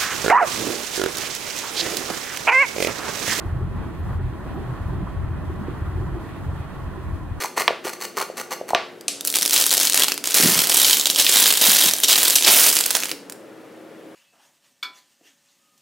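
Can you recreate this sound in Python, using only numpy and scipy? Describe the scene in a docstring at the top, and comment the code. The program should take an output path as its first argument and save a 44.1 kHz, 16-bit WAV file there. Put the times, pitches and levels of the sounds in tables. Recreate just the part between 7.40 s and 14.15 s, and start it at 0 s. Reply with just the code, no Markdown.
"""Over a faint appliance hum, a nearly empty plastic squeeze bottle spits air and the last of its sauce:
wet sputters at the nozzle, bursting bubbles, and two cracks as the dented wall springs back.
Then a full bottle is handled in its film bag, stood on the kitchen counter and unwrapped: the film
crinkles and snaps as it buckles, and the bottle lands dull thuds. The small hard room rings a little."""
import sys
import numpy as np
from scipy import signal
from scipy.io import wavfile
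from scipy.ndimage import uniform_filter1d, minimum_filter1d

SR = 44100
rng = np.random.default_rng(int(sys.argv[2]) if len(sys.argv) > 2 else 0)


def to_wav(sig):
    """Store sig (one row per channel, or 1-D mono) as 16-bit WAV at the path in sys.argv[1].

    Samples outside -1..1 are clipped; the rate is SR.
    """
    pcm = np.clip(np.atleast_2d(sig), -1, 1) * 32767
    pcm = np.round(pcm).astype(np.int16)
    wavfile.write(sys.argv[1], SR, pcm.T)  # frames by channels


N = 297669
TIME_S = np.arange(N) / SR


def gain_of(db):
    """Decibels to gain."""
    return 10 ** (np.asarray(db) / 20)


def unit_rms(x):
    """Scales to rms 1."""
    return x / np.sqrt(np.mean(x ** 2) + 1e-20)


def curve_at(points, hz):
    """Reads a curve on a log-frequency axis."""
    freqs, values = np.transpose(points)
    return np.interp(np.log(hz + 1), np.log(freqs + 1), values)


def add(mix, start_s, sound):
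    """Lays a sound into the mix."""
    part = mix[max(round(start_s * SR), 0):][:len(sound)]
    part += sound[:len(part)]


def band(x, low_hz, high_hz, order=2):
    """Band-pass, kept below half the sample rate."""
    high_hz = min(high_hz, SR / 2.1)
    low_hz = min(low_hz, high_hz / 2 ** 0.1)
    return signal.sosfilt(signal.butter(order, [low_hz, high_hz], "band", fs=SR, output="sos"), x)


def resonate(x, hz, width_hz):
    """One resonant peak."""
    return signal.lfilter(*signal.iirpeak(hz, hz / width_hz, fs=SR), x)


def colour(x, eq, size=2048):
    """Minimum-phase EQ with power gain 1."""
    log_gain = np.log(gain_of(curve_at(eq, abs(np.fft.fftfreq(size, 1 / SR)))))
    taps = np.fft.ifft(np.exp(np.conj(signal.hilbert(log_gain)))).real[:size // 2]
    return signal.oaconvolve(x, taps / np.linalg.norm(taps))[:len(x)]


def burst(decay_s):
    """Noise that dies away exponentially."""
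    t = np.arange(int(10 * decay_s * SR) + 256) / SR
    return rng.standard_normal(len(t)) * np.exp(-t / decay_s)


def sized(x, length_s):
    """Gives a hit the energy of rms 1 held for length_s."""
    return x / np.linalg.norm(x) * np.sqrt(length_s * SR)


def clicks(per_s, spread_db):
    """Random clicks: many small, a few large."""
    at = np.flatnonzero(rng.random(N) < per_s / SR)
    train = np.zeros(N)
    train[at] = rng.choice([-1, 1], len(at)) * gain_of(spread_db * rng.exponential(1, len(at)).clip(0, 4))
    return train


def levelled(x, size):
    """Rides the rms toward 1 over stretches of size samples, leaving the grain."""
    power = abs(uniform_filter1d(uniform_filter1d(x ** 2, size), size))
    return x / np.sqrt(power + np.mean(x ** 2) / 1000)


def gate(start_s, end_s, fade_s):
    """A soft on-off envelope."""
    return np.clip(np.minimum(TIME_S - start_s, end_s - TIME_S) / fade_s + .5, 0, 1)


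def push(start_s, end_s, attack_s, sag_db_per_s, release_s):
    """Envelope of one push of the hand: a quick rise, a sagging hold, an exponential release."""
    rise = np.clip((TIME_S - start_s) / attack_s + .5, 0, 1)
    sag = gain_of(-sag_db_per_s * np.clip(TIME_S - start_s, 0, end_s - start_s))
    return rise * sag * np.exp(-np.maximum(TIME_S - end_s, 0) / release_s)


# EQ of the ventilation noise: freq_hz, gain_db
VENT_EQ = [(25, -19), (70, -28), (110, -19), (170, -3.5), (280, -2), (430, 2), (620, -3.5), (950, -12.5),
           (1400, -12), (2500, -18.5), (4700, -27), (6500, -29.5), (11000, -31.5), (16000, -36.5)]
# faint motor tones, stepping in pitch: start_s, end_s, pitch_hz, level_db
HUM_TONES = [(0, 1.66, 355, -50), (1.66, 5.94, 285, -49), (5.94, 6.8, 318, -49), (5.94, 6.8, 544, -56),
             (0, 6.8, 118, -68)]


def appliance():
    """A steady bed of air noise with a slightly wavering motor hum."""
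    mid, side = (colour(rng.standard_normal(N), VENT_EQ) for _ in range(2))
    hum = np.zeros(N)
    for start_s, end_s, hz, db in HUM_TONES:
        waver = unit_rms(uniform_filter1d(rng.standard_normal(N), size=4000))
        cycles = np.cumsum(hz * (1 + 0.00627 * waver)) / SR
        hum += gain_of(db) * np.sqrt(2) * gate(start_s, end_s, fade_s=0.016) * np.sin(2 * np.pi * cycles)
    return gain_of(-44) * (mid + gain_of(-11) * np.array([side, -side])) + hum


# resonances of the bottle neck and nozzle: pitch_hz, width_hz, gain_db
NOZZLE_MODES = [(464, 150, 4.5), (840, 155, 2), (1150, 62, 5.5), (1417, 40, 1), (1860, 430, -2),
                (2770, 140, -12), (4370, 200, -2.5), (5300, 200, -22), (6160, 160, 1), (7560, 76, -8.5),
                (8550, 200, -17)]


def nozzle(x):
    """The cavity of neck and cap rings in several broad modes."""
    return sum(gain_of(db) * resonate(x, hz, width_hz) for hz, width_hz, db in NOZZLE_MODES)


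# squeezes of air through the wet nozzle: start_s, end_s, air_db, sauce_db
SQUEEZES = [(.004, .06, -29, -30), (0.17, 0.221, -25.5, -22.5), (0.446, 0.501, -32, -31),
            (.533, 0.54, -30.5, -31), (0.606, 0.655, -30, -33.5), (0.767, 0.828, -29, -27),
            (0.97, 1.015, -32, -33.5), (1.11, 1.143, -30.5, -29), (1.284, 1.31, -34.5, -33.5)]
# EQ of the air rushing through the cap: freq_hz, gain_db
AIR_EQ = [(300, -22), (1000, -17), (2500, 2), (4500, 0), (8000, -3.5), (12000, -7.5), (16000, -7.5)]


def sputter():
    """Sauce films close and burst in the nozzle, chopping the escaping air."""
    air, sauce = np.zeros((2, N))
    for start_s, end_s, air_db, sauce_db in SQUEEZES:
        pressure = push(start_s, end_s, attack_s=0.012, sag_db_per_s=24, release_s=0.0029)
        seep = gain_of(-18) * gate(start_s - 0.011, end_s + 0.028, fade_s=0.011)
        flow = np.maximum(pressure, seep)
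        air += gain_of(air_db) * flow
        sauce += gain_of(sauce_db) * flow
    film_bursts = clicks(per_s=480, spread_db=4)
    puffs = signal.lfilter([1], [1, -np.exp(-1 / (.0014 * SR))], abs(film_bursts))  # 1.4 ms decay
    jet = rng.standard_normal(N) * (.25 + unit_rms(puffs))
    sizzle = gain_of(2.5) * unit_rms(band(jet, 4600, 17000, order=1))
    hiss = colour(unit_rms(nozzle(jet)) + sizzle, AIR_EQ)
    spit = band(nozzle(film_bursts), 280, 3900)
    return air * levelled(hiss, size=500) + sauce * levelled(spit, size=500)


def froth(per_s=120, centre_hz=1300, spread_octaves=0.62, spread_db=3.5):
    """Small bubbles burst at random in each squeeze: rows of start_s, peak_db, nominal_pitch_hz."""
    rows = []
    for start_s, end_s, _, sauce_db in SQUEEZES:
        times_s = start_s + np.cumsum(rng.exponential(1 / per_s, 24))
        size, tone = np.clip(rng.standard_normal((2, 24)), -2, 2)
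        peaks_db = sauce_db + 4 + spread_db * size
        pitches_hz = centre_hz * 2 ** (spread_octaves * tone)
        rows += [row for row in zip(times_s, peaks_db, pitches_hz) if row[0] < end_s]
    return rows


# sauce bubbles bursting in the neck: start_s, peak_db, nominal_pitch_hz
BIG_BUBBLES = [(.046, -12, 990), (0.1756, -8.5, 980), (.2075, -14, 900), (.306, -11, 630), (.452, -21, 414),
               (.4685, -17, 750), (0.7771, -11, 1150), (.806, -23, 835), (0.8112, -13, 1210),
               (0.8175, -16, 980), (.899, -20, 570), (.9815, -26, 750), (1.1189, -16, 1040),
               (1.212, -16.5, 590), (1.307, -13.5, 830), (1.333, -4.5, 786)]


def bubbles(decay_cycles=0.84):
    """Each bubble swells for a moment and rings the neck for a few cycles, sinking in pitch."""
    out, t = np.zeros(N), np.arange(SR // 16) / SR
    for start_s, db, hz in BIG_BUBBLES + froth():
        cycles = np.cumsum(hz * (0.91 + 0.074 * np.exp(-t / .004))) / SR
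        swell = 1 - np.exp(-(t * hz / 1.13) ** 2)
        envelope = swell * np.exp(-t * hz / decay_cycles)
        add(out, start_s, gain_of(db) * envelope / envelope.max() * np.sin(2 * np.pi * cycles))
    return out


# stiff plastic snapping, the bottle wall or a whole fold of the bag:
# start_s, level_db, low_hz, high_hz, decay_s, neck_ring_db, room_send_db
PLASTIC_CRACKS = [(.2790, -3, 337, 4340, 0.0026, -13, -8), (1.3484, -5.5, 426, 4700, 0.0013, -5, -1),
                  (1.6816, -13, 2400, 10500, 0.0037, -20, -1.5),
                  (2.943, -3.5, 3540, 12020, 0.0012, -50, 1.5), (3.866, -7, 1998, 5060, 0.0029, -50, -1),
                  (4.6828, -10, 2800, 9000, 0.0025, -42, -3), (4.955, 6.5, 2895, 13070, 0.0035, -40, -11)]


def cracks():
    """A sharp snap, then a few milliseconds of rattling plastic; returns the dry hits and a room send."""
    direct, send = np.zeros((2, N))
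    for start_s, db, low_hz, high_hz, decay_s, neck_db, room_db in PLASTIC_CRACKS:
        rattle = burst(decay_s)
        snap = signal.unit_impulse(len(rattle))
        drive = rattle + 9 * snap
        wall = band(drive, low_hz, high_hz, order=4)
        hit = wall + gain_of(neck_db) * nozzle(drive) + gain_of(-31) * drive
        add(direct, start_s, gain_of(db) * sized(hit, decay_s))
        bare_snap = band(snap, low_hz, high_hz, order=3)
        spread = band(bare_snap, low_hz / 2, 6 * low_hz, order=1)  # low notes spread widest
        add(send, start_s, gain_of(db + room_db - 2.5) * sized(spread, decay_s))
    return direct, send


# hollow ring of the air in the bottle: pitch_hz, gain_db, decay_s
CAVITY_MODES = [(375, -10, 0.0043), (700, 1.5, 0.0058), (1170, -3.5, 0.007)]


def cavity(attack_s=0.0011):
    """A snap that reaches the neck also rings the air in the bottle."""
    out, t = np.zeros(N), np.arange(SR // 16) / SR
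    ring = sum(gain_of(db) * np.exp(-t / decay_s) * np.sin(2 * np.pi * hz * t)
               for hz, db, decay_s in CAVITY_MODES)
    ring *= 1 - np.exp(-t / attack_s)
    for start_s, db, _, _, _, neck_db, _ in PLASTIC_CRACKS:
        add(out, start_s, gain_of(db + neck_db + 3) * ring)
    return out


def crease(hz, ring_hz):
    """One buckle of film: a brief broad crack, a weaker flutter and the short ring of its own facet."""
    crack, t = np.zeros(SR // 20), np.arange(SR // 20) / SR
    add(crack, 0, burst(decay_s=.001))
    add(crack, 0, gain_of(-14) * burst(decay_s=.005))  # flutter
    body = band(crack, hz / 2.05, hz * 1.8)
    ring = np.exp(-t / .0017) * np.sin(2 * np.pi * ring_hz * t)
    return unit_rms(body) + gain_of(2) * unit_rms(crack) + gain_of(-3.5) * unit_rms(ring)


def stereo_creases(rows, ring_ratio=.76, spread_octaves=.24):
    """Plays single creases, each a little different left and right."""
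    out = np.zeros((2, N))
    for start_s, db, hz in rows:
        rings_hz = hz * ring_ratio * 2 ** (spread_octaves * rng.uniform(-2.004, 2.02, 2))
        mid, side = (sized(crease(hz, ring_hz), length_s=.004) for ring_hz in rings_hz)
        side = gain_of(-19.5) * side + rng.normal(0, 0.065) * mid
        for channel, sound in zip(out, (mid + side, mid - side)):
            add(channel, start_s, gain_of(db) * sound)
    return out


# accents in the crinkle of the bag: start_s, level_db, brightness_hz
LOUD_CREASES = [(1.61, -37, 7700), (1.809, -23.5, 6100), (1.85, -19, 8700), (1.874, -14, 10400),
                (1.926, -23, 7900), (1.957, -11, 9400), (1.968, -18.5, 7940), (2.022, -14.5, 7300),
                (2.029, -12.5, 7400), (2.06, -14, 7500), (2.109, -15, 8000), (2.144, -17, 7900),
                (2.199, -19, 7500), (2.24, -16, 6600), (2.265, -9, 9800), (2.307, -15.5, 6300),
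                (2.313, -12.5, 7300), (2.338, -14, 8800), (2.37, -10.5, 7200), (2.379, -13.5, 6200),
                (2.4, -9.5, 9300), (2.433, -21, 6800), (2.472, -15, 5800), (2.498, -13, 9800),
                (2.544, -5.5, 8000), (2.596, -13, 8000), (2.635, -11.5, 6200), (2.683, -15, 6000),
                (2.72, -15.5, 4200), (2.778, -22.5, 7100), (2.84, -21, 7500), (2.997, -20, 5300),
                (3.039, -16, 7300), (3.19, -7, 5600), (3.296, -8.5, 9400), (3.344, -7, 7600),
                (3.37, -9, 7600), (3.446, -4, 6100), (3.497, -7, 6500), (3.53, -4, 5100),
                (3.597, -11.5, 5300), (3.657, -10, 5100), (3.67, -9, 5400), (3.7, -9, 7100),
                (3.76, -15, 5600), (3.796, -2, 6500), (3.894, -4.5, 6400), (4.125, -7.5, 8900),
                (4.173, -11, 8200), (4.213, -8, 7000), (4.272, -11, 6300), (4.488, -13.5, 7100),
                (4.536, -11.5, 7300), (4.635, -9.5, 7100), (4.645, -9, 5700), (4.855, -12.5, 5100),
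                (4.88, -9.5, 7500), (4.9, -13, 7500), (5.024, -12, 6000), (5.29, -5, 8600),
                (5.354, -14, 9100), (5.367, -7, 6100), (5.409, -11, 7700), (5.462, -13, 9000),
                (5.506, -10, 9600), (5.551, -7.5, 5500), (5.635, -19, 6505), (5.715, -23, 3700),
                (5.898, -30, 8907), (5.923, -32, 8700)]


def loud_creases():
    """The film buckles in distinct, bright ticks."""
    return stereo_creases(LOUD_CREASES)


# moves of the hands that crumple the bag: start_s, end_s, effort_db, broad_panel_db, sharp_edge_db
HAND_MOVES = [(1.853, 1.901, -30, -2.5, 2), (1.943, 1.971, -20, -2, -2), (2.118, 2.227, -16.5, -2, -1),
              (2.254, 2.281, -21, -4, -2), (2.315, 2.345, -18, 0.5, -1), (2.402, 2.48, -19.5, -1.5, -3),
              (2.555, 2.64, -19, 3, 0), (2.676, 2.718, -28, 5, -0.5), (2.85, 2.931, -25, -1, -3.5),
              (2.945, 3.241, -15.5, 2, -0.5), (3.306, 3.352, -19, 0.5, 1), (3.365, 3.549, -15.5, -1.5, -.5),
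              (3.777, 3.809, -14.5, 0, 0), (3.841, 3.919, -21.5, 0, 0.5), (3.927, 4.111, -13.5, -1, -0.5),
              (4.209, 4.487, -13, -0.5, -.5), (4.628, 4.655, -21, -4, -3), (4.683, 4.739, -12.5, -2.5, -3),
              (4.75, 4.971, -18, 0.5, 0), (5.035, 5.06, -18.5, -2.5, -10), (5.065, 5.089, -8.5, 1.5, -5),
              (5.10, 5.293, -12.5, 1.5, 2.5), (5.298, 5.409, -22, 1, 0), (5.547, 5.562, -19.5, 5, -0.5)]
# fingers still stirring the film between moves: start_s, end_s, effort_db
RESTING_GRIPS = [(1.942, 2.659, -28), (2.929, 3.63, -24.5), (3.63, 3.77, -30), (3.77, 4.52, -23.5),
                 (4.519, 5.599, -30), (5.602, 5.731, -35)]


def hand_effort():
    """How hard the hands work the film: the strongest of the moves and the resting grip."""
    moves = [gain_of(db) * push(start_s, end_s, attack_s=.016, sag_db_per_s=14, release_s=.014)
             for start_s, end_s, db, _, _ in HAND_MOVES]
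    grip = sum(gain_of(db) * gate(start_s, end_s, fade_s=.05) for start_s, end_s, db in RESTING_GRIPS)
    return np.max(moves + [grip], axis=0)


def hand_tone():
    """Each move sets the panel and edge gains in dB, which hold until the next move."""
    starts_s, _, _, panel_db, edge_db = np.transpose(HAND_MOVES)
    move = np.maximum(np.searchsorted(starts_s, TIME_S) - 1, 0)
    return [uniform_filter1d(db[move], size=200) for db in (panel_db, edge_db)]


def lesser_creases(effort, usual_effort_db=-18, per_s=52, centre_hz=7130, spread_octaves=0.32):
    """Strain builds and lets go in creases at uneven intervals; more effort makes more and louder ones."""
    jitter, sizes, tones = rng.standard_normal((400, 3)).T
    extra_db = 20 * np.log10(effort + 1e-9) - usual_effort_db
    strain = np.cumsum(per_s * gain_of(.15 * extra_db)) / SR
    onsets = np.searchsorted(strain, np.arange(1, len(jitter) + 1) + .3 * jitter)
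    level_db = -14.5 + 0.55 * extra_db
    return stereo_creases((i / SR, level_db[i] + 2.5 * size, centre_hz * 2 ** (spread_octaves * tone))
                          for i, size, tone in zip(onsets, sizes, tones) if i < N)


def crackle(decay_s=0.0018):
    """A stereo swarm of tiny buckles, each a fresh noise burst with a sudden start."""
    swarm = np.zeros((2, N))
    for k, hz in enumerate(np.geomspace(3300, 13000, num=6)):
        buckles = clicks(per_s=200, spread_db=3)
        energy = signal.lfilter([1], [1, -np.exp(-2 / (decay_s * SR))], buckles ** 2)
        grains = np.sqrt(energy + 1e-12) * rng.standard_normal(N)
        swarm[k % 2] += band(grains, hz / 1.06, hz * 1.38, order=1) + gain_of(-3.5) * grains
    return np.array([levelled(channel, size=700) for channel in swarm + 0.9 * swarm[::-1]])


# EQ of the crinkling film: freq_hz, gain_db
FILM_EQ = [(60, -25), (150, -15.5), (300, -4.5), (700, -3), (1150, -4), (1600, -2), (2700, 0), (3200, 1.5),
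           (4200, -1), (6000, -2), (9000, -1.5), (13000, -1.5), (16000, -2.5)]
# ring of film pulled taut at the neck of the standing bag: start_s, end_s, pitch_hz, width_hz, gain_db
TAUT_RINGS = [(3.317, 5.11, 3173, 220, -7.5), (3.307, 5.123, 3772, 300, -10.5)]
# pan, following where the bag is held: time_s, left_minus_right_db
BAG_PAN = [(1.85, 0), (2.31, 0), (3.26, -1.5), (4.79, -1.5), (5.44, -3.5), (5.8, -2.5)]


def bag():
    """Single creases over a swarm of small ones; the hands set how dull or sharp the film is."""
    swarm, effort = crackle(), hand_effort()
    panel_db, edge_db = hand_tone()
    film = loud_creases() + lesser_creases(effort) + gain_of(0.37) * effort * swarm
    film = np.array([colour(channel, FILM_EQ) for channel in film])
    panels = signal.sosfiltfilt(signal.butter(4, 2700, fs=SR, output="sos"), film)
    edges = signal.sosfiltfilt(signal.butter(2, 7300, "high", fs=SR, output="sos"), film)
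    bright = film - panels + (gain_of(edge_db) - 1) * edges
    for start_s, end_s, hz, width_hz, db in TAUT_RINGS:
        bright += gain_of(db) * gate(start_s, end_s, fade_s=0.066) * resonate(film, hz, width_hz)
    pan_db = np.interp(TIME_S, *np.transpose(BAG_PAN))
    bright *= gain_of([pan_db / 2, -pan_db / 2])
    body = gain_of(panel_db) * panels.mean(0)  # long waves from broad panels reach both sides alike
    return (bright + body) * gain_of(-.35 * edge_db)  # sharp edges take energy from the mids


# the full bottle bumping the counter and the hands: start_s, level_db, pitch_hz, decay_s
BOTTLE_BUMPS = [(2.994, -26.5, 240, 0.032), (3.030, -24, 161, 0.04), (3.043, -22, 268, 0.034),
                (3.155, -29, 160, 0.025), (3.780, -37, 282, 0.019), (3.95, -41, 224, 0.026),
                (4.277, -29, 158, 0.015), (4.407, -37.5, 300, 0.017), (4.451, -32, 230, 0.018),
                (5.545, -36, 380, 0.0097), (5.713, -32.5, 277, 0.012)]


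def bumps():
    """Dull, well-damped thuds of a bottle full of sauce."""
    out = np.zeros(N)
    for start_s, db, hz, decay_s in BOTTLE_BUMPS:
        body = band(burst(decay_s), hz / 1.5, hz * 1.5)
        thud = band(body, 150, 2500, order=5)
        add(out, start_s, gain_of(db) * sized(thud, decay_s))
    return out


# reverb time of the kitchen: freq_hz, t60_s
ROOM_DECAY = [(150, 0.39), (800, 0.35), (2000, 0.42), (5000, 0.41), (10000, 0.38), (16000, 0.27)]
# stereo width of the reverb: freq_hz, side_minus_mid_db
ROOM_WIDTH = [(100, -25), (1000, -9.5), (2500, -15.5), (5000, -10.5), (16000, -0.5)]


def kitchen():
    """The room's tail: dense reflections, each band dying at its own speed, wider in the treble."""
    hz, t, bands = signal.stft(rng.standard_normal((2, SR * 2 // 3)), SR, nperseg=256)
    bands *= gain_of(-60 * t / curve_at(ROOM_DECAY, hz)[:, None])
    bands[1] *= gain_of(curve_at(ROOM_WIDTH, hz))[:, None]
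    mid, side = signal.istft(bands, SR, nperseg=256)[1]
    fade_in = np.clip((TIME_S[:len(mid)] - .002) / .001, 0, 1)  # opens after 2 ms
    tail = np.array([mid + side, mid - side]) * fade_in
    return tail / np.linalg.norm(tail[0])


def scene():
    """Bottles and bag up close, each sound with its own reverb send, over the appliance bed."""
    tail, bed, spit, thuds = kitchen(), appliance(), sputter(), bumps()
    pops = bubbles() + cavity()
    snaps, snap_send = cracks()
    film = bag()
    send = gain_of(-6.5) * (spit + thuds) + gain_of(-8) * pops + snap_send + gain_of(-9.5) * film.mean(0)
    room = signal.fftconvolve(send[None], tail, axes=1)[:, :N]
    close = (spit + pops + snaps + thuds) * gain_of([[.2], [-.2]])  # a hair left of centre
    return close + film + room + bed * gain_of([[.6], [-.6]])


def record(dry, low_cut_hz=90, high_cut_hz=16000):
    """A low cut, a fast limiter that holds peaks at full scale, then a steep high cut."""
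    cut = signal.sosfilt(signal.butter(2, low_cut_hz, "high", fs=SR, output="sos"), dry)
    safe_gain = 1 / np.maximum(abs(cut).max(0), 1)
    limited = cut * uniform_filter1d(minimum_filter1d(safe_gain, size=45), size=45)
    taps = signal.firwin(511, high_cut_hz, window=("kaiser", 9), fs=SR)
    return signal.oaconvolve(limited, taps[None], "same")


dry = scene()
out = record(dry)
to_wav(out)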